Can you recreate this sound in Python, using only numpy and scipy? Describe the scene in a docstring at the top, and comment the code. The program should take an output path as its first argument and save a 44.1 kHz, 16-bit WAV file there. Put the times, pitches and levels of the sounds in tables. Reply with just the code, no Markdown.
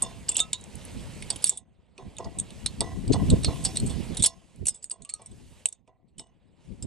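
"""Low wind rumble and hiss come first, and almost at once a sharp clink: a steel brake pad is being
worked into its carrier outdoors. Each impact excites damped modes, short and bright in the pad and
its spring clips, longer and hollow in the disc and hub. Grit ticks under the sliding pad, and wheel
arch and ground reflect these sounds. Gusts buffet two microphone ports; the hiss comes and goes."""
import sys
import numpy as np
from scipy import signal
from scipy.fft import rfft, irfft
from scipy.io import wavfile
from scipy.ndimage import uniform_filter1d

SR = 44100
rng = np.random.default_rng(int(sys.argv[2]) if len(sys.argv) > 2 else 0)


def generate_wav(signal):
    """Clip the signal to [-1, 1] and save it as 16-bit WAV at the path in sys.argv[1]."""
    frames = np.transpose(np.atleast_2d(signal))
    scaled = np.clip(frames, -1, 1) * 32767
    pcm = np.round(scaled).astype(np.int16)
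    wavfile.write(sys.argv[1], SR, pcm)


N = 302526

# Course of the wind level: time_s, level_db
WIND_LEVELS = [(0.0, -41.5), (0.57, -49.5), (1.01, -41), (1.28, -41), (1.55, -57.5), (2.01, -61.5),
               (2.18, -51), (3.02, -34.5), (3.28, -28.5), (3.59, -39.5), (4.01, -30.5), (4.09, -48.5),
               (4.26, -54), (4.99, -68), (5.5, -47.5), (5.71, -69), (6.74, -58.5), (6.86, -50)]
# Turbulent pressure at the ports: frequency_hz, density_db
WIND_SPECTRUM = [(12, -41.5), (20, -4.5), (70, 4), (217, -1), (401, -13.5), (665, -32.5), (1500, -72),
                 (3300, -120)]
# Single strong buffets: peak_s, peak_db, left_minus_right_db
WIND_BUFFETS = [(0.97, -37, 3.5), (2.071, -35.5, -1), (2.269, -33, 1), (2.40, -36, 2.5), (2.809, -33.5, 9),
                (3.113, -17, 7), (3.225, -24, 16.5), (3.303, -26.5, -13), (3.336, -13, -2),
                (3.484, -20.5, -1.5), (3.61, -38.5, 12), (3.839, -20.5, 0.5), (4.108, -31.5, -19.5),
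                (4.207, -25, -6), (4.621, -31.5, -10.5), (5.33, -45.5, 14), (6.192, -47, -8),
                (6.715, -38, 15), (6.851, -30, -8.5)]
# Course of the hiss: time_s, level_db, tilt_db_per_octave
HISS_COURSE = [(0.0, -52.5, -.5), (0.55, -59, -1.5), (0.85, -51, -1), (1.43, -51, -0.5), (1.601, -80, -3),
               (1.95, -74.5, -3.5), (2.0, -64, -3.5), (2.6, -54.5, -0.7), (3.129, -54, -1),
               (3.25, -48.5, -0.5), (3.689, -46.5, 1), (4.173, -49.5, -1.9), (4.32, -66, -0.5),
               (4.6, -65.5, -1), (4.91, -77.5, -4), (5.359, -63, 0.5), (5.6, -60, 0), (5.83, -85, -2.5),
               (6.549, -75, -3), (6.649, -67, -1), (6.86, -66.5, -3)]
# Hiss before tilting: frequency_hz, density_db
HISS_SPECTRUM = [(240, -23), (482, -5), (733, -11.5), (925, -10), (1030, -14), (1380, -18.5), (2870, -12.5),
                 (5950, -20), (8250, -15), (11500, -24.5), (13500, -36), (16300, -70)]
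# Left-right likeness of the hiss: frequency_hz, correlation
HISS_COHERENCE = [(60, 0.7), (240, 0.33), (950, 0.6), (3770, 1), (15000, 0.15)]
# Clearest snaps of grit: start_s, over_hiss_db
GRIT_SNAPS = [(0.64, 21), (4.56, 21)]
# Blows to disc and hub: start_s, blow_db, low_note_hz, low_note_db, upper_note_hz, upper_note_db
DISC_BLOWS = [(0.019, -37.5, 1055, -40, 3580, -35.5), (0.288, -45.5, 850, -60, 3500, -37.5),
              (0.366, -45, 736, -39.5, 2720, -40.5), (0.404, -59.5, 1287, -39.5, 3440, -95),
              (0.531, -70, 1010, -46, 3870, -36.5), (1.303, -44.5, 1010, -53, 3267, -43),
              (1.51, -51.5, 780, -53.5, 3550, -59), (1.982, -48.5, 1072, -51, 3780, -63),
              (2.188, -38, 682, -43, 1930, -60), (2.249, -39.5, 617, -54, 1920, -68),
              (2.666, -67, 1056, -58, 4300, -57.5), (2.808, -31.5, 683, -31, 1965, -43),
              (3.136, -29, 678, -41, 2950, -49.5), (3.305, -40, 671, -37.5, 2750, -54.5),
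              (3.476, -34, 644, -34.5, 4000, -44), (3.651, -41.5, 762, -33.5, 5480, -33),
              (3.77, -61, 1140, -69, 4240, -41), (3.898, -44, 1060, -49, 4280, -43.5),
              (4.235, -41, 996, -42, 5460, -29), (4.673, -55.5, 995, -60.5, 5080, -36.5),
              (4.915, -54.5, 1055, -66, 3400, -66), (5.05, -87, 1145, -52, 3050, -74),
              (5.094, -89, 1264, -57, 4400, -45.5), (5.137, -80, 1250, -50, 5754, -52),
              (5.192, -51.5, 1108, -53, 2330, -66.5), (5.654, -62.5, 788, -84.5, 3610, -51.5),
              (5.875, -59, 646, -56, 2035, -86), (6.194, -54.5, 660, -54, 2950, -59)]
# Modes of disc and hub: pitch_hz, level_db, t60_s
DISC_MODES = [(385.6, 2.5, 0.12), (490.8, -5, 0.2), (672, -9, 0.53), (742, -9.5, 0.43), (883, -7.5, 0.2),
              (1008, -8.5, 0.3), (1055, -13, 0.45), (1965, -20.5, 0.61), (2800, -3, 0.21),
              (3440, 0.5, 0.19), (3540, -3.5, .2), (4200, -6, .16), (4480, -6, 0.24), (5095, -8, 0.22),
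              (5130, -7.5, 0.31), (5370, -5, 0.29), (5500, -8.5, 0.13), (6370, -5, 0.41), (6000, -7.5, 0.2)]
# Impacts of spring clips and pad: start_s, spring_db, spring_note_hz, pad_db, pad_note_hz, t60_ms
PAD_CONTACTS = [(0.0217, -5.5, 8440, -30, 4860, 22.5), (0.2835, -30, 8300, -20.5, 4900, 58),
                (0.2894, -8, 7600, -31, 2950, 32), (0.314, -21, 8030, -30, 2690, 47),
                (0.343, -23.5, 8300, -47, 5540, 46), (0.353, -30, 8400, -22, 2840, 58),
                (0.3668, -5, 7700, -19.5, 3470, 15.5), (0.381, -17, 7900, -22, 2790, 19),
                (0.391, -18, 8600, -15.5, 3525, 23), (0.4017, -4, 7490, -12.5, 3546, 23),
                (0.5303, -9.5, 7780, -16, 3650, 25), (0.611, -33.5, 9100, -57, 3900, 8),
                (0.7547, -26.5, 9600, -57, 2420, 5.5), (0.8518, -26.5, 9940, -54, 2970, 4),
                (1.223, -26.5, 9000, -27.5, 2210, 17), (1.302, -9, 8140, -16.5, 4710, 25),
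                (1.3593, -23, 9680, -30.5, 3100, 13), (1.42, -29, 9600, -34, 4900, 105),
                (1.442, -1, 8850, -14, 4630, 10), (1.4553, -17, 9950, -29.5, 3580, 68),
                (1.467, -13, 8500, -24, 5430, 53), (1.4794, -28, 7900, -35, 3540, 250),
                (1.4938, -2.5, 7610, -22, 5750, 18.5), (1.5724, -21.5, 8580, -37, 3480, 30),
                (1.979, -37.5, 8400, -36.5, 2520, 15.5), (2.1672, -31.5, 8500, -37, 3720, 10),
                (2.184, -25, 7050, -29.5, 2710, 5.8), (2.243, -39.5, 6520, -35, 4720, 33),
                (2.3854, -16, 8280, -31, 3600, 45), (2.3969, -12, 8400, -31, 3460, 21),
                (2.505, -34, 9000, -35, 3850, 8.2), (2.6603, -10, 8880, -13, 3990, 18),
                (2.8064, -5.5, 8350, -15.5, 4850, 12), (3.0782, -29, 8100, -32.5, 4700, 10.6),
                (3.121, -25.5, 6460, -25, 4000, 58), (3.1303, -21.5, 8530, -17.5, 4360, 46),
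                (3.3008, -15, 7950, -17.5, 3930, 20), (3.4316, -23.5, 8340, -28, 4000, 63),
                (3.4458, -9, 8500, -12.5, 4350, 16.6), (3.639, -21.5, 8290, -36.5, 3570, 87),
                (3.649, -9, 8060, -14, 4610, 29), (3.653, -21, 8900, -18, 5060, 65),
                (3.755, -27, 8490, -25.5, 3820, 43), (3.7706, -10, 8250, -17, 4050, 13),
                (3.799, -19, 8520, -31, 4280, 21), (3.8615, -23, 8260, -42, 4270, 65),
                (3.894, -28.5, 8340, -35, 3460, 94), (4.147, -30.5, 9500, -33.5, 4000, 7.2),
                (4.169, -17, 9100, -23.5, 3770, 42), (4.1937, -25, 8430, -26, 3420, 83),
                (4.223, -6, 8320, -17.5, 3710, 22), (4.235, -2, 8150, -14, 4050, 50),
                (4.2405, -12, 8000, -30, 4130, 46), (4.246, -11.5, 7570, -13.5, 3324, 34),
                (4.2596, -4, 9310, -11.5, 5130, 21), (4.2646, -22.5, 8500, -17, 4550, 13),
                (4.6544, -21, 9820, -32.5, 2640, 35), (4.668, -7.5, 8650, -21, 5780, 18),
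                (4.681, -6.5, 8100, -24, 5830, 42), (4.7407, -29.5, 7880, -48.5, 3500, 93),
                (4.824, -29.5, 7700, -46, 4800, 63), (4.842, -17, 8120, -34, 5060, 11),
                (4.8983, -23, 8200, -50, 3870, 7.5), (4.9074, -37, 9770, -27.5, 4820, 26),
                (4.9133, -15, 8210, -42, 5050, 17), (5.0203, -32.5, 7950, -45.5, 4080, 10),
                (5.049, -26.5, 8360, -42.5, 3110, 20), (5.0906, -26, 8260, -33, 4340, 47),
                (5.0958, -24.5, 7600, -38, 2330, 28), (5.138, -11, 8470, -31, 4280, 10.4),
                (5.218, -35, 8630, -55, 3070, 17), (5.2595, -30.5, 8410, -44, 5600, 36),
                (5.313, -42.5, 8100, -50, 3400, 28), (5.657, -4, 8300, -17, 2710, 3),
                (5.6586, -16.5, 8400, -35, 3880, 18), (5.6851, -22, 7950, -40.5, 3590, 19.5),
                (5.725, -26, 7930, -40, 5800, 18), (5.876, -55, 8200, -53, 2470, 15),
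                (6.082, -66, 8000, -68, 4140, 71), (6.1802, -32.5, 8040, -39.5, 3020, 87),
                (6.1946, -27.5, 8320, -28, 5270, 16), (6.268, -55.5, 8300, -63, 3500, 26),
                (6.824, -24, 7510, -33, 5080, 33)]
# Modes of the pad (below 6 kHz) and spring clips (above): pitch_hz, level_db, t60_over_contact_t60
PAD_AND_SPRING_MODES = [(2860, -8.5, 3.2), (3400, -16, 1.1), (3580, -12, 6.6), (3690, -5.5, 6.8),
                        (4280, -12.5, 6.5), (4550, -11, 3.3), (5430, -15, 1.4), (6760, -12.5, 6.9),
                        (8320, -2, 1.5), (8210, -17.5, 12), (9900, -14, 0.44), (9960, -7, 1.5)]
# Impact noise: frequency_hz, density_db
CRACK_SPECTRUM = [(500, -35.5), (2030, -21), (2800, -17), (3530, -14), (6240, -12.5), (8110, 4),
                  (8850, -18), (9940, -7.5), (10700, -24), (15400, -47.5)]
# Level difference between the ports: frequency_hz, left_minus_right_db
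PORT_DIFFERENCE = [(60, -4), (380, 0), (2380, -4.5), (15000, -2)]


def amp(db):
    return 10 ** (np.asarray(db) / 20)


def decay(t, t60, db=0):
    """Exponential damping: starts at db and loses 60 dB every t60."""
    return amp(db - 60 * t / t60)


def unit_rms(x):
    return x / np.sqrt(np.mean(x ** 2) + 1e-20)


def smooth(x, width):
    return uniform_filter1d(uniform_filter1d(x, width), width)


def curve_at(points, hz):
    point_hz, value = np.transpose(points)
    return np.interp(np.log(hz + 1), np.log(point_hz + 1), value)


def coloured(x, points):
    """Filters x by a curve of frequency_hz, gain_db."""
    hz = np.fft.rfftfreq(x.shape[-1], 1 / SR)
    return irfft(rfft(x) * amp(curve_at(points, hz)), x.shape[-1])


def drift(channels, width):
    """Low-pass noise of rms 1 that changes over about width samples."""
    return unit_rms(smooth(rng.standard_normal((channels, N)), width))


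def ring(hz, db, t60, t):
    """Modal superposition: one damped sine for each mode."""
    hz, db, t60 = np.array([hz, db, t60])[:, :, None]
    return (decay(t, t60, db) * np.sin(2 * np.pi * hz * t)).sum(0)


def wind():
    """Turbulence: independent eddies press on each port, while the gusts wander from side to side."""
    t, side = np.arange(N) / SR, np.array([[.5], [-.5]])
    wander_db, rise_db_per_s, fall_db_per_s = 9.5, 451, 418
    eddies = coloured(rng.standard_normal((2, N)) * amp(3.87 * drift(2, 430)), WIND_SPECTRUM)
    eddies /= np.sqrt(smooth(eddies ** 2, 5000))
    level = amp(np.interp(t, *np.transpose(WIND_LEVELS)) + side * wander_db * drift(1, 2700))
    for peak_s, peak_db, pan_db in WIND_BUFFETS:
        near = slice(max(round((peak_s - .2) * SR), 0), round((peak_s + .2) * SR))
        dt = t[near] - peak_s
        swell_db = np.minimum(rise_db_per_s * dt, -fall_db_per_s * dt)
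        level[:, near] += amp(peak_db + side * pan_db + swell_db)
    pressure = 2.5 * np.tanh(eddies / 2.5) * uniform_filter1d(level, 600)
    # a quadratic term sharpens strong pushes into pops
    pops = coloured(pressure ** 2, [(40, -34), (150, -7), (450, 6), (1000, -12.5), (1400, -33)])
    return pressure + 1.4 * pops


def hiss():
    """Partly coherent broadband noise: its spectrum tilts, patches drift and the treble flickers."""
    frames, hz = N // 128 + 5, np.fft.rfftfreq(512, 1 / SR)
    time_s, *columns = np.transpose(HISS_COURSE)
    level_db, tilt = (np.interp(np.arange(frames) * 128 / SR, time_s, v) for v in columns)
    re, im, other_re, other_im, patches, flicker = rng.standard_normal((frames, 257, 6)).T
    patches = unit_rms(uniform_filter1d(uniform_filter1d(patches, 8, 0), 12, 1))
    flicker = unit_rms(uniform_filter1d(flicker, 90, 0)) * (hz > 2500)[:, None]
    coherence = curve_at(HISS_COHERENCE, hz)[:, None]
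    left = re + 1j * im
    right = coherence * left + np.sqrt(1 - coherence ** 2) * (other_re + 1j * other_im)
    octaves = np.log2((hz[:, None] + 100) / 3000)
    colour = amp(curve_at(HISS_SPECTRUM, hz)[:, None] + tilt * octaves)
    colour /= np.linalg.norm(colour[hz > 1500], axis=0)
    spectra = np.array([left, right]) * colour * amp(level_db + 1.8 * patches + .83 * flicker)
    return signal.istft(spectra, nperseg=512, noverlap=384)[1][:, :N]


def grit():
    """Shot noise: grains under the pad snap at random, at a strength that follows the hiss."""
    ticks_per_s, t = 220, np.arange(1024) / SR
    impulses = amp(-6 + 2.2 * np.minimum(rng.exponential(1, N), 3))
    impulses *= rng.random(N) < ticks_per_s / SR
    for start_s, db in GRIT_SNAPS:
        impulses[round(start_s * SR)] = amp(db)
    spectrum = [(3000, -31.5), (6000, -12.5), (8200, -.5), (10500, -7), (13000, -36.5)]
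    bursts = coloured(rng.standard_normal((2, len(t))), spectrum)
    envelope = decay(t, t60=.01) * np.minimum(t / .00049, 1)
    which = rng.integers(0, len(bursts), N)
    ticks = sum(signal.oaconvolve(impulses * (which == k), unit_rms(burst) * envelope)[:N]
                for k, burst in enumerate(bursts))
    return ticks * amp(np.interp(np.arange(N) / SR, *np.transpose(HISS_COURSE)[:2]))


def knock(scatter, blow_db, low_hz, low_db, upper_hz, upper_db):
    """Free vibration of struck disc and hub: two notes, set by how the pad sits, stand out."""
    t = np.arange(14336) / SR
    noise = rng.standard_normal(len(t))
    hz, db, t60 = np.transpose(DISC_MODES)
    hz, db, t60 = hz * (1 + .0015 * scatter[1]), db + 2.5 * scatter[0], np.clip(t60, .02, .6)
    upper = hz > 2500
    puff = unit_rms(signal.sosfilt(signal.butter(5, (200, 1050), "band", fs=SR, output="sos"), noise))
    rattle = .75 * unit_rms(smooth(noise[::-1], 300))
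    hollow = ring(hz[~upper], db[~upper], t60[~upper], t) * (1 + rattle)
    body = amp(blow_db) * (hollow + decay(t, t60=.09, db=6) * puff)
    notes = ring([low_hz, upper_hz], [low_db, upper_db], [.18, .43 * min(2000 / upper_hz, 1)], t)
    notes *= 1 + .5 * rattle
    bright = ring(hz[upper], db[upper], t60[upper], t) * (1 + .7 * rattle)
    bright *= amp(.6 * upper_db + .43 * blow_db - 8.5)
    slow_rise, fast_rise = 1 - np.exp(-t / .0079), 1 - np.exp(-t / .0025)
    return (body + notes) * slow_rise + bright * fast_rise


def clink(scatter, spring_db, spring_hz, pad_db, pad_hz, t60_ms):
    """Impact excitation: spring clips and pad each crack and ring, over a low thud and a wide snap."""
    size, part_peak = 6144, .7
    t, t60 = np.arange(size) / SR, max(t60_ms, 4) / 1000
    rise = (1 - np.exp(-t / (.00014 + .024 * t60))) ** 2  # longer contacts build more slowly
    noise = coloured(rng.standard_normal(size), CRACK_SPECTRUM)
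    hardness = [(10000, -1.1), (13000, .6 * (spring_db + 32)), (14500, -15.5)]  # hard is brighter
    spectrum, bin_hz = rfft(coloured(noise, hardness)), np.fft.rfftfreq(size, 1 / SR)
    # the highest treble of the crack starts weak and dies quickly
    treble_loss = irfft(spectrum * (bin_hz > 11690)) * (1 - decay(t, t60=.042, db=-7))
    hz, db, t60_ratio = np.transpose(PAD_AND_SPRING_MODES)
    mode_hz, mode_t60 = hz * (1 + .009 * scatter[1]), np.clip(t60_ratio * t60, .006, .085)
    springs = (spring_db, spring_hz, bin_hz > 6000, hz > 6000, treble_loss)
    pad = (pad_db, pad_hz, bin_hz <= 6000, hz < 6000, 0)
    parts = 0
    for part_db, note_hz, band, own, loss in (springs, pad):
        band_noise = irfft(spectrum * band)
        distance = np.minimum(abs(np.log(hz / note_hz)) / .13, 1)  # modes near the note stand out
        mode_db = db - 14 * distance + 5 * scatter[0]
        modes = ring(mode_hz[own], mode_db[own], mode_t60[own], t)
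        notes_db = np.array([-1, -6]) - 1.2 * np.log(t60 / .016)
        notes = ring([note_hz, 1.1 * note_hz], notes_db, [1.4 * t60, 1.1 * t60], t)
        # loose contact modulates the rings into rough bands
        roughness = smooth(abs(band_noise[::-1]) / np.std(band_noise) - .8, 50)
        shake = 1 + .88 * np.tanh(unit_rms(roughness))
        burst = decay(t, 1.07 * t60, db=-6 + 1.7 * np.log(t60 / .075))
        tail = amp(-26.5 - 60 * (t / .1) ** .79)
        crack = (burst + tail) * (band_noise - loss) / np.std(band_noise)
        part = (modes + notes) * shake + crack
        parts += amp(part_db) * part_peak * part / abs(part * rise).max()
    thud = decay(t, t60=.0056, db=pad_db - 15.5) * np.sin(2 * np.pi * 400 * t)
    snap_spectrum = [(800, 0), (1400, -22.5), (2400, -1.5), (8000, -10), (12500, -42)]
    snap = unit_rms(coloured(rng.standard_normal(size), snap_spectrum))
    snap *= part_peak * decay(t, t60=.016, db=pad_db - 11)
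    fade = np.minimum(np.arange(size)[::-1] / 1500, 1)
    return (parts + thud + snap) * rise * fade


def impacts(source, events, modes):
    """Superposition of impacts, each with its own random scatter of mode levels and pitches."""
    out = np.zeros(N + 16384)  # room for the last ring
    for (start_s, *settings), scatter in zip(events, rng.standard_normal((len(events), 2, len(modes)))):
        at, sound = round(start_s * SR), source(scatter, *settings)
        out[at:at + len(sound)] += sound
    return out


def ports(x):
    """Time and level differences: sound reaches the left port a little earlier and weaker."""
    hz, lead_s = np.fft.rfftfreq(x.shape[-1], 1 / SR), 19e-6
    left = amp(curve_at(PORT_DIFFERENCE, hz) / 2) * np.exp(1j * np.pi * hz * lead_s)
    return irfft(rfft(x) * np.array([left, 1 / left]), x.shape[-1])[:, :N]


def reflections(x):
    """Diffuse reflection: wheel arch and ground return a short tail."""
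    t = np.arange(6000) / SR
    tail = rng.standard_normal((2, len(t))) * decay(t, t60=.054) * (t > .002)
    return signal.oaconvolve(x, tail / np.linalg.norm(tail[0]), axes=1)[:, :N]


def scene():
    """Pressures add at the ports: the brake's direct sound, its reflections, wind and hiss."""
    brake = impacts(clink, PAD_CONTACTS, PAD_AND_SPRING_MODES) + impacts(knock, DISC_BLOWS, DISC_MODES)
    brake[:N] += grit()
    direct = ports(brake)
    return direct + amp(-15) * reflections(direct) + wind() + ports(hiss())


def record(dry):
    """Downward expansion: a noise suppressor lowers faint treble, shortening tails; a low-pass follows."""
    threshold_db, cutoff_hz = -97, 16450
    hz, _, spectra = signal.stft(dry, SR, nperseg=512, noverlap=384)
    power = uniform_filter1d(uniform_filter1d((abs(spectra) ** 2).mean(0), 9, 0), 7, 1)
    under_db = np.clip(threshold_db - 10 * np.log10(power + 1e-20), 0, 12)
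    gain = amp(-1.2 * under_db * (hz > 1200)[:, None])
    gated = signal.istft(spectra * gain, SR, nperseg=512, noverlap=384)[1][:, :N]
    lowpass = signal.firwin(511, cutoff_hz, window=("kaiser", 9), fs=SR)
    return signal.oaconvolve(gated, lowpass[None], "same")


dry = scene()
out = record(dry)
generate_wav(out)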